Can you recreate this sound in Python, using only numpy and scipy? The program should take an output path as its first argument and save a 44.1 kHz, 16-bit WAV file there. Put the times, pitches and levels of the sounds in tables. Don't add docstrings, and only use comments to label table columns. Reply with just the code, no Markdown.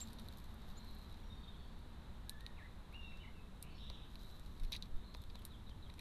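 import sys
import numpy as np
from scipy import signal
from scipy.fft import rfft, irfft, next_fast_len
from scipy.io import wavfile
from scipy.ndimage import map_coordinates

SR = 44100
rng = np.random.default_rng(int(sys.argv[2]) if len(sys.argv) > 2 else 0)


def pcm_store(signal):
    levels = np.round(np.clip(np.atleast_2d(signal), -1, 1) * 32767)
    wavfile.write(sys.argv[1], SR, levels.astype(np.int16).T)


N = 264996


def woodpecker():
    # start_s, level_db, brightness_db, knock_db (the last two relative to the level)
    pecks = [(0.0144, -37, -21, -24), (0.1312, -51, -3.5, -15), (0.2853, -41, -15.5, -24),
             (2.2947, -38, -3, -28), (2.407, -46.5, -14.5, -13), (2.4639, -35.5, -19.5, -18.5),
             (2.9442, -49, -27, -8), (3.6259, -43.5, -1.5, -16.5), (3.8992, -36, -22, -13),
             (4.155, -37, -28, -16), (4.396, -51.5, -8, -16.5), (4.7204, -30.5, -17, -22),
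             (4.7228, -29.5, -30, -19), (4.7432, -40, -15, -13), (4.8238, -28.5, -28, -22),
             (5.1475, -41.5, -18, -11), (5.238, -48, -15, -18), (5.3552, -40, -21, -7),
             (5.451, -43, -1, -17.5), (5.9393, -48.5, -15, -15.5), (5.983, -52.5, -21, -4)]
    scrapes = [(0.0823, -47, -22.5, -21.5), (0.184, -41, -22, -22), (0.194, -43, -13, -22),
               (1.1224, -51.5, -13, -14), (4.4588, -50, -13, -28), (4.596, -45.5, -14.5, -14),
               (4.6324, -44, -14.5, -11), (4.645, -44.5, -16, -13), (4.7262, -25, -24, -18),
               (4.7336, -30, -32, -14), (4.7471, -32, -23, -17), (4.7517, -38, -22, -7),
               (4.761, -28, -25, -31.5), (4.854, -50, -16, -15.5), (5.2972, -41.5, -33, -17),
               (5.4173, -48.5, -16, -11), (5.6925, -46, -21, -21), (5.8964, -46, -20.5, -8.5),
               (5.9903, -40.5, -15.5, -10)]
    pecking = beak_contacts(pecks, decay_s=.0045, tail_db=-19, spike=2.6)
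    scraping = beak_contacts(scrapes, decay_s=.02, tail_db=-16, spike=.2, rise_s=.0025)
    return pecking + scraping


def beak_contacts(hits, decay_s, tail_db, spike, rise_s=0):
    # pitch_hz, width_hz, level_db
    bands = [(4580, 2000, 7.5), (5750, 1500, 21.5), (9720, 3100, 32), (12000, 5700, 31)]
    brightening = [0, .6, 1, 1.5]
    # pitch_hz, width_hz, level_db
    tray_tones = [(1840, 350, -1.5), (2430, 330, 1.5)]
    band_tracks, knocks = np.zeros((len(bands), N)), np.zeros(N)
    for start_s, level_db, brightness_db, knock_db in hits:
        burst = amp(level_db) * grit(decay_s, tail_db, spike, rise_s)
        for track, slope in zip(band_tracks, brightening):
            add(track, start_s + .0005, amp(slope * brightness_db) * burst)
        add(knocks, start_s + .0005, amp(knock_db) * burst)
    clicks = sum(amp(db) * filtered(track, lambda f: ringing([(hz, width_hz, 0)], f) ** 2)
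                 for track, (hz, width_hz, db) in zip(band_tracks, bands))
    return clicks + amp(24) * filtered(knocks, lambda f: ringing(tray_tones, f))


def tray_booms():
    # start_s, level_db
    blows = [(3.902, -19), (4.158, -29.5), (4.719, -23.5), (4.744, -22), (5.149, -17), (5.354, -22),
             (5.694, -25), (5.895, -28.5), (5.983, -31)]
    # pitch_hz, width_hz, level_db
    floor_tones = [(486, 170, 1.5), (680, 110, 2), (980, 120, 5)]
    kicks = np.zeros(N)
    for start_s, level_db in blows:
        kicks[round(start_s * SR)] = amp(level_db)
    return filtered(kicks, lambda f: ringing(floor_tones, f))


def seed_ticks():
    # start_s, level_db, centre_hz
    ticks = [(0.3719, -30, 11600), (0.384, -29.5, 11900), (0.3994, -33, 12200), (0.4194, -40, 12700),
             (0.4406, -31, 11600), (0.4923, -41.5, 11400), (0.542, -33.5, 12500), (0.6194, -41.5, 7350),
             (0.8444, -37, 12000), (0.9108, -35, 11500), (0.9483, -33, 12000), (0.987, -36.5, 11800),
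             (1.0261, -37, 12000), (1.1424, -40.5, 5810), (1.7894, -41.5, 9510), (2.9267, -37, 11900),
             (3.1717, -38.5, 6730), (4.193, -41, 5210), (4.2996, -44, 5630), (5.1415, -34.5, 5400),
             (5.168, -36, 11500), (5.218, -30, 12600), (5.3908, -32.5, 12300)]
    track = np.zeros(N)
    for start_s, level_db, centre_hz in ticks:
        band = signal.butter(2, [0.727 * centre_hz, 1.7 * centre_hz], "bandpass", fs=SR)
        burst = grit(decay_s=0.018, tail_db=-8, spike=3)
        add(track, start_s, amp(level_db) * signal.lfilter(*band, burst))
    return track


def seed_rustle():
    # time_s, level_db
    stirs = [
        [(0.0, -58), (0.176, -64.5), (0.604, -70.5), (0.958, -69), (1.3, -78.5)],
        [(4.05, -77), (4.3, -68), (4.7, -72.5), (5.052, -84.5), (5.26, -80), (5.74, -87.5), (6.009, -71)],
    ]
    t = np.arange(N) / SR
    clicks = rng.standard_normal(N) * amp(3.3 * wobble(40) + 4.5 * wobble(500))
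    treble = unit(filtered(clicks, lambda f: (f / 7000) ** 2 / (1 + (f / 7000) ** 2)))
    return treble * sum(loudness(rows) * (t >= rows[0][0]) * (t < rows[-1][0]) for rows in stirs)


def thrush():
    # time_s, pitch_hz
    notes = [
        [(2.26, 1630), (2.314, 1738), (2.376, 1734), (2.45, 1920), (2.494, 1853), (2.51, 1738)],
        [(2.57, 2790), (2.598, 1894), (2.622, 1710), (2.65, 2080), (2.67, 2004)],
        [(2.922, 2039), (2.938, 2660), (2.955, 2844), (3.152, 2662), (3.2, 2773)],
        [(3.2, 2990), (3.27, 2898)],
        [(3.33, 2800), (3.376, 2613), (3.5, 2598)],
    ]
    # peak_db, fade_db, octave_db
    levels = [(-68.5, 6, -23), (-67.5, 3, -29), (-66, 6.5, -23.5), (-69.5, 19.5, -28), (-82, 6, -30)]
    # start_s, start_hz, length_s
    twitters = [(3.117, 2670, 0.0105), (3.23, 2430, 0.021), (3.246, 2230, .013), (3.271, 2288, 0.018)]
    swell_s, swell_db, warble_hz = 0.0227, 10, 23.76
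    song = np.zeros(N)
    for rows, (peak_db, fade_db, octave_db) in zip(notes, levels):
        times, pitches = np.transpose(rows)
        start_s, end_s = times[0], times[-1]
        t = np.arange(start_s, end_s, 1 / SR)
        level_db = peak_db + np.interp(t, [start_s, start_s + swell_s, end_s], [-swell_db, 0, -fade_db])
        level_db += 2.98 * wobble(50.4, len(t))
        pitch_hz = np.interp(t, times, pitches) + warble_hz * wobble(90.4, len(t))
        add(song, start_s, whistle(pitch_hz, level_db, fade_s=0.0013, octave_db=octave_db))
    for start_s, start_hz, length_s in twitters:
        pitch_hz = np.linspace(start_hz, 1903, round(length_s * SR))
        add(song, start_s, whistle(pitch_hz, level_db=-68, fade_s=0.0037))
    return song


def small_bird():
    # top_s, top_hz, top_db, length_after_top_s
    chirps = [(0.02, 7560, -41.5, 0.016), (0.784, 7120, -57.5, 0.0067)]
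    arch_s, drop_hz, drop_db = 0.02, 1000, 20
    song = np.zeros(N)
    for top_s, top_hz, top_db, after_s in chirps:
        t = np.arange(-min(arch_s, top_s), after_s, 1 / SR)
        arch = (t / arch_s) ** 2
        pitch_hz = top_hz - drop_hz * arch + 22 * wobble(90, len(t))
        chirp = whistle(pitch_hz, top_db - drop_db * arch, fade_s=0.0013, octave_db=-40)
        add(song, max(top_s + t[0], 0), chirp)
    return song


def near_birds():
    low, high = thrush(), small_bird()
    return low + amp(-1.5) * echoes(low, decay_s=0.35) + high + amp(-18) * echoes(high, decay_s=.2)


def far_birds():
    # start_s, level_db, start_hz, end_hz, length_s, blur_hz
    calls = [(0.682, -92, 3532, 4150, 0.073, 100), (0.76, -83, 4160, 4100, 0.29, 281.9),
             (1.107, -79, 3900, 3800, 0.025, 100), (1.226, -81.5, 5630, 5620, 0.14, 60),
             (1.292, -80.5, 3697, 3670, 0.25, 30), (1.365, -87, 4473, 4482, 0.11, 80),
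             (1.419, -84, 3350, 3310, 0.312, 245.4), (1.58, -88, 4470, 4490, 0.25, 130),
             (2.519, -96, 3800, 3865, 0.11, 90), (3.005, -84.5, 3670, 3754, 0.23, 203),
             (3.624, -74, 2540, 2750, 0.186, 450.6), (3.699, -80.5, 4450, 4380, 0.11, 297),
             (3.738, -76.5, 5430, 5180, 0.099, 250), (3.769, -75.5, 3180, 3089, 0.3, 501),
             (3.783, -79.5, 3764, 3670, 0.28, 276.6), (3.796, -84, 5750, 5570, 0.23, 500),
             (3.97, -77, 2600, 2570, 0.06, 79), (4.176, -84, 3905, 4020, 0.19, 147.9),
             (4.663, -84.5, 3800, 4850, 0.045, 60), (4.934, -90, 3600, 3710, 0.136, 144),
             (5.033, -83, 4134, 4190, 0.13, 250), (5.158, -84, 3730, 3488, 0.078, 203)]
    refrain = (5.335, -85, 4200, 2930, .07, 160)
    call_fade_db, refrain_swell_db, repeat_s = 5.5, 6, .16
    notes = [(*row, -call_fade_db) for row in calls]
    notes += [(refrain[0] + k * repeat_s, *refrain[1:], refrain_swell_db) for k in range(4)]
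    song = np.zeros(N)
    for start_s, start_db, start_hz, end_hz, length_s, blur_hz, change_db in notes:
        n = round(length_s * SR)
        level_db = start_db + change_db * np.arange(n) / n
        note = whistle(np.linspace(start_hz, end_hz, n), level_db, fade_s=0.0098)
        flicker = unit(0.28 + wobble(2 * blur_hz, n))
        add(song, start_s, note * flicker)
    return song + amp(-3.5) * echoes(song, decay_s=0.71)


def mount_sways():
    # middle_s, level_db, pitch_hz, half_length_s
    sways = [(4.64, -32.5, 25, 0.041), (4.956, -32.5, 11.6, 0.033)]
    t = np.arange(N) / SR
    return sum(amp(db) * np.cos(2 * np.pi * hz * (t - s)) * np.exp(-((t - s) / half_s) ** 2)
               for s, db, hz, half_s in sways)


def traffic():
    # time_s, level_db
    rumble_levels = [(0, -53.5), (.2, -51), (.7, -52.5), (1.7, -51.5), (2.9, -53), (3.9, -51.5),
                     (4.15, -52.5), (4.7, -51), (5.6, -52.5), (6.01, -52)]
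    engine_levels = [(0, -60.5), (.13, -58.5), (.3, -67.5), (.5, -68.5), (.8, -62), (1.1, -71.5),
                     (1.35, -64), (1.7, -70), (5.1, -74.5), (5.46, -65), (5.72, -76), (6.01, -77.5)]
    # pitch_hz, level_db
    rumble_colour = [(5, -3), (10, 5), (20, -3), (48, -3.5), (79, -4.5), (120, -13), (190, -12.5),
                     (300, -23), (600, -34), (1200, -81.5)]
    engine_colour = [(120, -47), (195, -15.5), (222, 2.5), (255, -16.5), (400, -46.5)]
    rumble = loudness(rumble_levels) * noise(rumble_colour)
    return rumble + loudness(engine_levels) * noise(engine_colour)


def low_hum():
    # pitch_hz, level_db, waver_hz
    tones = [(30.1, -56.5, 3.04), (61.9, -59.5, 4.96)]
    return sum(amp(db) * np.sin(2 * np.pi * np.cumsum(hz + waver_hz * wobble(5)) / SR)
               for hz, db, waver_hz in tones)


def garden_rush():
    # pitch_hz, level_db
    colour = [(150, -20.5), (300, 3.5), (600, 0), (950, 3), (1700, -5), (2700, -15), (4000, -21),
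              (6000, -28), (9000, -29), (14000, -49)]
    t = np.arange(N) / SR
    level_db = -65.5 - 0.54 * t + 0.56 * wobble(6)
    return amp(level_db) * noise(colour)


def grit(decay_s, tail_db, spike, rise_s=0):
    t = np.arange(SR // 20) / SR
    fade = amp(-60 * t / decay_s) + amp(tail_db - 60 * t / 0.074)
    rise = np.minimum(1, (t + 1 / SR) / (rise_s + 1 / SR))
    burst = rng.standard_normal(len(t)) * fade * rise
    burst[0] += spike
    return burst / np.linalg.norm(burst)


def whistle(pitch_hz, level_db, fade_s, octave_db=-30):
    t = np.arange(len(pitch_hz)) / SR
    phase = 2 * np.pi * np.cumsum(pitch_hz) / SR + rng.uniform(0, 2 * np.pi)
    ends = np.clip(np.minimum(t, t[-1] - t) / fade_s, 0, 1)
    return np.sqrt(2) * amp(level_db) * ends * (np.sin(phase) + amp(octave_db) * np.sin(2 * phase))


def echoes(x, decay_s):
    t = np.arange(SR // 2) / SR
    tail = rng.standard_normal(len(t)) * amp(-60 * t / decay_s) * (t > .008)
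    return signal.fftconvolve(x, tail / np.linalg.norm(tail))[:N]


def ringing(tones, f):
    return sum((-1) ** k * amp(db) * 1j * f * width / (hz * hz - f * f + 1j * f * width)
               for k, (hz, width, db) in enumerate(tones))


def noise(colour):
    hz, db = np.transpose(colour)
    response = lambda f: amp(np.interp(np.log(f + 1), np.log(hz + 1), db))
    return unit(filtered(rng.standard_normal(N), response))


def filtered(x, response):
    size = next_fast_len(N + SR // 2)
    return irfft(rfft(x, size) * response(np.fft.rfftfreq(size, 1 / SR)), size)[..., :N]


def wobble(rate, count=N):
    points = rng.standard_normal(int(count * rate / SR) + 4)
    return map_coordinates(points, [np.arange(count) * rate / SR])


def loudness(rows):
    return amp(np.interp(np.arange(N) / SR, *np.transpose(rows)))


def amp(db):
    return 10 ** (np.asarray(db) / 20)


def unit(x):
    return x / np.sqrt(np.mean(x ** 2) + 1e-20)


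def add(track, start_s, sound):
    part = track[round(start_s * SR):][:len(sound)]
    part += sound[:len(part)]


def scene():
    feeding = woodpecker() + tray_booms() + seed_ticks()
    birds = near_birds() + far_birds()
    background = seed_rustle() + traffic() + low_hum() + garden_rush() + mount_sways()
    return (feeding + birds + background)[None]


def record(dry):
    # pitch_hz, width_hz, level_db
    housing_tones = [(5230, 240, -15), (10070, 7200, -14.5), (11970, 750, 1.5)]
    # pitch_hz, level_db
    hiss_colour = [(100, -8.5), (5200, 0.4), (8200, -0.2), (11200, -1), (14100, -3.6)]
    hole_hz, width_hz, hiss_db, top_hz = 3883, 496, -77.5, 13950
    bottle = lambda f: hole_hz ** 2 / (hole_hz ** 2 - f * f + 1j * f * width_hz)
    heard = filtered(dry, lambda f: bottle(f) + ringing(housing_tones, f))
    hiss = amp(hiss_db) * noise(hiss_colour)
    return filtered(heard + hiss, lambda f: f < top_hz)


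dry = scene()
out = record(dry)
pcm_store(out)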